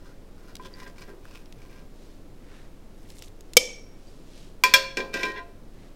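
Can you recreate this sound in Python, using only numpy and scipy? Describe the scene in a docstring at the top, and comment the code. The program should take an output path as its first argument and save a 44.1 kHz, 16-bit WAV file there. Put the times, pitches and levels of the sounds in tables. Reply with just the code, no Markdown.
"""Steel tongs hit a ceramic slow cooker, close and hard enough to clip, while moving meat in a kitchen.
First they scrape around a spitting frying pan, then the meat squelches into the crock in wet crackles.
The tongs spring open against the crock: a short ceramic ring under a bright clash of steel.
They clank twice on the pan and are laid down in it, ringing it and rocking it on the stove.
A sleeve swishes softly over steady ventilation."""
import sys
import numpy as np
from scipy import signal
from scipy.fft import rfft, irfft
from scipy.io import wavfile

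SR = 44100
rng = np.random.default_rng(int(sys.argv[2]) if len(sys.argv) > 2 else 0)


def store_wav(level_fs):
    """Save 16-bit WAV to argv[1]."""
    pcm = np.round(np.clip(np.atleast_2d(level_fs), -1, 1) * 32767)
    wavfile.write(sys.argv[1], SR, pcm.T.astype(np.int16))


N = 262395
TIME = np.arange(N) / SR
AGE = TIME[:SR]   # seconds since a blow
CUTOFF_HZ = 16000

# the tips chatter on the crock within a few milliseconds: start_s, clash_db
CROCK_HITS = [(3.5684, 5.5), (3.5713, -2.5), (3.5738, -3.5)]
# the ceramic's short clack and faint long ring: pitch_hz, level_db, t60_s
CROCK_MODES = [(110, -19, .025), (495, 3, .043), (1270, -19, .04), (2290, 6.5, .036), (3130, -3, .05),
               (3475, -7, .045), (3820, -8, .04), (4800, -7, .035), (5180, -1, .025), (5430, 1, .027),
               (5620, -1, .035), (6330, 1, .018), (7850, -10, .02), (468, -31, .42), (507, -31.5, .44),
               (2242, -38, .6), (2300, -36, .58), (3128, -44, .55), (5584, -35, .7), (5622, -37, .66)]
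# bright, crowded overtones of the thin steel arms: frequency_hz, level_db
CLASH_COLOUR = [(120, -38.5), (900, -12), (1500, -4), (2700, -1.5), (3600, -2.5), (4800, 0), (6200, -3.5),
                (7800, -7.5), (11000, -12.5), (14000, -2), (16000, -15)]
def crock_hit():
    """The first touch rings the meat-damped ceramic and sets the tongs shimmering; every touch clashes."""
    out = np.zeros(N)
    tip_tilt = [(900, -14.5), (4500, 2.5), (10000, 6.5), (14000, -7.0)]   # thin tips sound brighter
    tips = [(hz, db + at_hz(tip_tilt, hz)) for hz, db in CLASH_COLOUR]
    ceramic = ring(*np.transpose(CROCK_MODES))
    shimmer = from_db(-28) * burst(tips, t60=0.13)
    add(out, CROCK_HITS[0][0], ceramic + shimmer)
    for s, clash_db in CROCK_HITS:
        add(out, s, from_db(clash_db) * burst(tips, t60=0.019))
    return out


def steel_arms(t60, count=500):
    """The springy arms ring in many scattered overtones; the high ones die sooner."""
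    hz = rng.uniform(1200, CUTOFF_HZ, count)
    db = at_hz(CLASH_COLOUR, hz)
    start_rms = np.sqrt(np.sum(from_db(db) ** 2) / 2)
    return ring(hz, db, t60 / (1 + (hz / 9000) ** 2)) / start_rms


# tongs on the pan: start_s, ring_db, place (0 rim, 1 wall, 2 floor), clash_db, knock_db
PAN_HITS = [(0.597, -25, 0.19, -58, -50.5), (0.653, -32, 0, -43, -47), (0.819, -32, 0, -50, -51),
            (.863, -26.5, 1.5, -47, -58), (1.08, -49, 0.55, -67, -39.5), (4.6375, -3, 0.18, -7.5, -36.5),
            (4.7384, -1, 1, -5, -39.5), (4.745, -27, 1.5, -9.5, -61), (4.971, -15, 1.69, -19, -28),
            (5.003, -23, 1.17, -31, -44), (5.1403, -18.5, 2, -20, -30), (5.2317, -12.5, 1.7, -21.5, -31.5)]
# low ring of the heavy pan on the stove grate: pitch_hz, level_db, t60_s
GRATE_MODES = [(178, -9, .35), (250, -8, .3), (366, -7, .35), (470, -11, .4)]
# dull knock of the pan on the stove top: frequency_hz, level_db
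KNOCK_COLOUR = [(70, -38.5), (170, -15.5), (400, 5.5), (560, -9), (1200, -15), (4000, -42)]
LIFT_S = 1.5   # the meat leaves the pan
def pan_clanks():
    """Each touch rings the pan according to its place, rattles the tongs and knocks the pan on the stove."""
    out = np.zeros(N)
    arms = steel_arms(t60=0.26)
    grate = ring(*np.transpose(GRATE_MODES))
    for s, ring_db, place, clash_db, knock_db in PAN_HITS:
        body = from_db(ring_db) * pan_ring(place, loaded=s < LIFT_S)
        clash = from_db(clash_db) * (burst(CLASH_COLOUR, t60=0.016) + from_db(-11.5) * arms)
        knock = from_db(knock_db) * (grate + from_db(-0.5) * burst(KNOCK_COLOUR, t60=0.5))
        contact_hz = 19460 * 2 ** (clash_db / 14.5)   # more bare steel, harder and brighter contact
        add(out, s, soften(body + clash, contact_hz) + knock)
    return out


# the frying pan's voice, by where it is struck: pitch_hz, rim_db, wall_db, floor_db, t60_s
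PAN_MODES = [(420, -30, -37, -22, .55), (537, -33, -25, -24, .6), (614, -42, -31, -34, .35),
             (689, -48, -40, -27, 1.0), (1017, -7.5, -12, -17, .23), (1028, -29, -23, -17, .42),
             (1421, -42, -32, -25, .3), (1585, -17, -14, -8, .17), (1612, -30, -3.5, -13, .06),
             (1883, -24, -27, -16, .25), (1975, -21, -18, -16, .12), (2369, -3, -3, -9, .115),
             (2383, -28, -37, -28, .22), (2541, -22, -29, -25, .38), (2643, -42, -38, -21, .24),
             (2792, -32, -19, -29, .19), (3074, -40, -38, -28, .3), (3295, -32, -9, -31, .1),
             (3357, -19, -17, -29, .16), (3430, -32, -5, -25, .035), (3745, -33, -18, -23, .1),
             (3941, -38, -34, -27, .27), (4140, -28, -10, -20, .045), (4350, -27, -20, -36, .33),
             (4740, -21, -33, -28, .09), (5330, -24, -7, -28, .08), (5486, -18, -16, -22, .1),
             (5830, -26, -32, -26, .1), (6230, -28, -11, -28, .045), (8866, -46, -35, -43, .17)]
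MUFFLE_DB, MUFFLE_HZ, MUFFLE_WIDTH_HZ, MUFFLE_T60_SHARE = 12, 2360, 150, 0.55
TWIN_SPLIT, TWIN_DB = .008, -11
def pan_ring(place, loaded):
    """Every mode beats against a weaker twin; meat in the pan shortens the ring and muffles one band."""
    hz, *_, t60 = np.transpose(PAN_MODES)
    db = np.array([np.interp(place, range(3), mode[1:-1]) for mode in PAN_MODES])
    if loaded:
        db = db - MUFFLE_DB * np.exp(-((hz - MUFFLE_HZ) / MUFFLE_WIDTH_HZ) ** 2)
        t60 = MUFFLE_T60_SHARE * t60
    twin_hz = hz * (1 + TWIN_SPLIT * rng.standard_normal(len(hz)))
    twins = ring(twin_hz, db + TWIN_DB, t60)
    return (ring(hz, db, t60) + twins) / np.hypot(1, from_db(TWIN_DB))


# the tongs push the meat about, and at last slide to rest against the pan's wall:
# start_s, length_s, friction_db, ring_db, resonance_hz
RUBS = [(-.08, 0.25, -59, -59.5, 1380), (0.35, 0.23, -55.5, -56, 1410), (0.595, 0.1, -48.5, -51, 3300),
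        (0.683, 0.24, -49.5, -51, 1980), (0.947, 0.11, -48.5, -49.5, 2400),
        (1.044, 0.078, -53.5, -46.5, 1660), (1.204, 0.24, -51.5, -57, 2540),
        (1.522, 0.35, -57.5, -55, 2380), (5.309, 0.11, -56, -32.5, 2400)]
RUB_CREST = 0.64
def drag():
    """Dragged steel draws a muffled ring from the pan around the meat."""
    pressure = sum(from_db(db) * stroke(s, length, RUB_CREST) for s, length, _, db, _ in RUBS)
    return skipping(pressure, soften(pan_ring(place=1.49, loaded=True), hz=2260))


def scrape():
    """Friction is a gritty stream of small slips that also ring the tongs; each rub has a resonance."""
    slips = clumps() * grains(per_s=700, spread_db=2.2)
    arms = rms_one(signal.fftconvolve(slips, steel_arms(t60=0.089))[:N])
    friction = scrape_tone(slips + 0.59 * arms)
    out = np.zeros(N)
    for s, length, db, _, hz in RUBS:
        resonance = from_db(-2) * resonate(slips, hz, q=9.5)
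        out += from_db(db) * stroke(s, length, RUB_CREST) * (friction + resonance)
    return out


# tongs sliding in the pan: frequency_hz, level_db
SCRAPE_COLOUR = [(500, -40), (880, 7), (1020, 14.5), (1300, 6.5), (1600, 4.5), (2000, -14), (2800, -1),
                 (3400, -2), (4200, 2), (5800, 0.5), (8000, -5.5), (16000, -15)]
def scrape_tone(slips):
    """Sliding steel has a nasal midrange under a gritty top; rms 1."""
    return colour(slips, SCRAPE_COLOUR)


SKID_START_S, SKID_ATTACK_S, SKID_HOLD_S, SKID_LENGTH_S = 5.124, 0.02, 0.084, 0.2
SKID_DB, SKID_FADE_DB_PER_S = -27.5, 78
def skid():
    """Laid down, the tongs chatter across the bare pan floor and fade until they lie still."""
    age = TIME - SKID_START_S
    fade_db = SKID_FADE_DB_PER_S * np.maximum(age - SKID_ATTACK_S - SKID_HOLD_S, 0)
    pressure = from_db(SKID_DB - fade_db) * np.clip(age / SKID_ATTACK_S, 0, 1) * (age < SKID_LENGTH_S)
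    floor = soften(pan_ring(place=2, loaded=False), hz=5200)
    clash = from_db(-12) * soften(burst(CLASH_COLOUR, t60=0.035), hz=8800)
    return skipping(pressure, floor + clash)


def skipping(pressure, body):
    """Moving steel skips in many tiny contacts, each of which rings the body."""
    contacts = pressure * grains(per_s=1100, spread_db=2.5)
    return signal.fftconvolve(contacts, body / np.linalg.norm(body))[:N]


# the loudest wet snaps of meat and fat: start_s, level_db, centre_hz
WET_SNAPS = [(0.5542, -27.5, 4100), (.567, -36, 4200), (1.009, -48, 8000), (1.254, -38.5, 1520),
             (1.356, -39, 3000), (1.458, -46, 4860), (1.525, -38, 3580), (1.767, -53, 2600),
             (3.1024, -36, 4030), (3.1907, -40, 7250), (3.223, -30.5, 4900), (3.408, -39.5, 6240),
             (3.5348, -29, 5270)]
def wet_snaps():
    """Tiny films of fat and juice burst, each with a short click."""
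    out = np.zeros(N)
    for s, db, hz in WET_SNAPS:
        hump = [(hz / 10, -26), (hz / 2, -7), (hz, 0), (hz * 2, -12), (hz * 4, -23)]
        add(out, s, from_db(db) * burst(hump, t60=0.013))
    return out


# swells of crackle as the meat sinks into the crock: start_s, length_s, level_db
SQUELCHES = [(2.835, 0.42, -56), (3.069, 0.054, -56.5), (3.148, 0.039, -52), (3.205, .085, -51),
             (3.36, 0.24, -65.5)]
# thin, wet tone of the crackle: frequency_hz, level_db
SQUELCH_COLOUR = [(1000, -21.5), (2200, -2), (5500, -3), (15900, -14)]
def squelch():
    """Tiny wet bubbles burst in clumps, each at one of many pitches."""
    pitches_hz = np.linspace(2000, 14500, 16)
    pops = clumps() * grains(per_s=4200, spread_db=2.5)
    pitch_index = rng.integers(0, len(pitches_hz), N)
    bubbles = sum(resonate(pops * (pitch_index == k), hz, q=6.0) for k, hz in enumerate(pitches_hz))
    swells = sum(from_db(db) * stroke(s, length, crest=0.95) for s, length, db in SQUELCHES)
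    return swells * colour(bubbles, SQUELCH_COLOUR)


# pings of the tongs' hinge spring: start_s, peak_db, pitch_hz, t60_s
SPRING_PINGS = [(0.739, -35.5, 4700, 0.032), (4.077, -52, 4740, 0.081)]
def spring():
    """The spring slips in the hinge and sounds one short tone."""
    out = np.zeros(N)
    for s, db, hz, t60 in SPRING_PINGS:
        add(out, s, from_db(db) * np.sin(2 * np.pi * hz * AGE) * decay(t60))
    return out


def sizzle():
    """Hot fat spits crisp ticks, more with each rub, and calms down once the meat is lifted out."""
    pushing = sum(from_db(db) * stroke(s, length, RUB_CREST) for s, length, db, _, _ in RUBS)
    resting = from_db(-69.5) * stroke(0, 2 * LIFT_S, crest=0.3)
    ticks = resonate(grains(per_s=700, spread_db=1), hz=11100, q=0.57)
    return (resting + from_db(-16.5) * pushing) * ticks


# the sleeve brushes the apron as the arm swings: start_s, length_s, level_db, centre_hz
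SWISHES = [(1.847, 0.42, -61, 3900), (2.37, 0.38, -54, 1600), (3.909, 0.4, -60, 4184),
           (4.202, 0.37, -53, 3420), (5.681, 0.3, -59, 2017)]
def sleeve():
    """Cloth fibres slip in a dense, soft stream while the arm moves."""
    fibres = soften(grains(per_s=13000, spread_db=3.0), hz=10400)
    return sum(from_db(db) * stroke(s, length, crest=0.49) * resonate(fibres, hz, q=1.0)
               for s, length, db, hz in SWISHES)


# dark bed of moving air: frequency_hz, level_db
AIR_COLOUR = [(10, 4.5), (40, -5), (80, 0.5), (150, -3.5), (290, -3), (420, -7), (560, -10), (770, -17),
              (1500, -24), (2200, -27), (5000, -31), (9500, -36.5), (16000, -40)]
# ventilation throb: pitch_hz, peak_db
THROB_TONES = [(6.8, -44), (24.1, -40.5)]
def ventilation():
    """Steady air noise over a deep throb."""
    throb = sum(from_db(db) * np.sin(2 * np.pi * (hz * TIME + rng.random())) for hz, db in THROB_TONES)
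    return from_db(-47) * colour(rng.standard_normal(N), AIR_COLOUR) + throb


# the kitchen's short reverb tail: frequency_hz, t60_s
KITCHEN_DECAY = [(150, .5), (500, .55), (2000, .5), (5000, .48), (9000, .4), (13000, .26)]
def kitchen(x, wet_db, build_s):
    """Diffuse reflections build up, then die away, soonest in the treble."""
    white = rfft(rng.standard_normal(len(AGE)))
    hz = np.fft.rfftfreq(len(AGE), 1 / SR)
    tail = 0
    for centre, t60 in KITCHEN_DECAY:
        band = at_hz([(f, f == centre) for f, _ in KITCHEN_DECAY], hz)
        tail = tail + irfft(white * band, len(AGE)) * decay(t60)
    tail = tail * np.clip(AGE / build_s, 0, 1) ** 2
    return x + from_db(wet_db) * signal.fftconvolve(x, tail / np.linalg.norm(tail))[:N]


def cupboard_echo(x, delay_s, db):
    """One distinct bright reflection off the cupboard doors."""
    out = x.copy()
    treble = signal.sosfilt(signal.butter(1, 6000, "high", fs=SR, output="sos"), x)
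    add(out, delay_s, from_db(db) * treble)
    return out


def ring(hz, db, t60):
    """A struck body radiates decaying tones that start at full swing, with alternating signs."""
    signs = (-1) ** np.arange(len(hz))
    tones = np.cos(2 * np.pi * np.outer(hz, AGE)) * decay(t60[:, None])
    return (signs * from_db(db)) @ tones


def burst(spectrum, t60):
    """Modes too crowded to tell apart: dying coloured noise."""
    return colour(rng.standard_normal(len(AGE)), spectrum) * decay(t60)


def decay(t60):
    """Fall by 60 dB every t60 seconds."""
    return np.exp(-np.log(1000) * AGE / t60)


def grains(per_s, spread_db):
    """Random clicks of uneven size; rms 1."""
    sizes = from_db(spread_db * np.minimum(rng.exponential(1, N), 4)) * rng.standard_normal(N)
    return rms_one(sizes * (rng.random(N) < per_s / SR))


def clumps(per_s=62, depth_db=2):
    """A gain that swells and sinks as surfaces catch and let go."""
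    return from_db(depth_db * np.interp(TIME * per_s, np.arange(N), rng.standard_normal(N)))


def stroke(start_s, length_s, crest):
    """A movement builds up to its crest, a share of its length, and dies away."""
    return np.interp(TIME, start_s + length_s * np.array([0, crest, 1]), [0, 1, 0])


def resonate(x, hz, q):
    """Pass through one resonance; rms 1."""
    return rms_one(signal.lfilter(*signal.iirpeak(hz, q, fs=SR), x))


def soften(x, hz):
    """Second-order low-pass: a soft contact excites few high modes."""
    return signal.sosfilt(signal.butter(2, min(hz, .45 * SR), fs=SR, output="sos"), x)


def colour(x, spectrum):
    """Give a signal a spectrum; rms 1."""
    gain = from_db(at_hz(spectrum, np.fft.rfftfreq(len(x), 1 / SR)))
    return rms_one(irfft(rfft(x) * gain, len(x)))


def at_hz(points, hz):
    """Read a table on a log-frequency axis."""
    f, value = np.transpose(points)
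    return np.interp(np.log(np.maximum(hz, 1)), np.log(f), value)


def from_db(db):
    """Decibels to gain."""
    return 10 ** (np.asarray(db) / 20)


def rms_one(x):
    """Scale to unit rms."""
    return x / np.sqrt(np.mean(x ** 2) + 1e-20)


def add(out, s, sound):
    """Mix a sound in at a time."""
    at = int(s * SR)
    out[at:at + len(sound)] += sound[:N - at]


def scene():
    """The crock is up close and nearly dry; the pan is farther off, with more room around it."""
    near = cupboard_echo(crock_hit() + wet_snaps() + spring(), delay_s=0.0083, db=-34.0)
    near = kitchen(near, wet_db=-24.0, build_s=0.013)
    far = pan_clanks() + drag() + skid() + scrape() + squelch() + sizzle()
    far = kitchen(far, wet_db=-15.5, build_s=0.0022)
    return (near + far + sleeve() + ventilation())[None]


def record(dry):
    """The hardest blows overload into soft clipping; a steep low-pass cuts the very top."""
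    clipped = dry / (1 + np.abs(dry) ** 6) ** (1 / 6)
    return signal.sosfilt(signal.ellip(10, .1, 80, CUTOFF_HZ, fs=SR, output="sos"), 0.72 * clipped)


dry = scene()
out = record(dry)
store_wav(out)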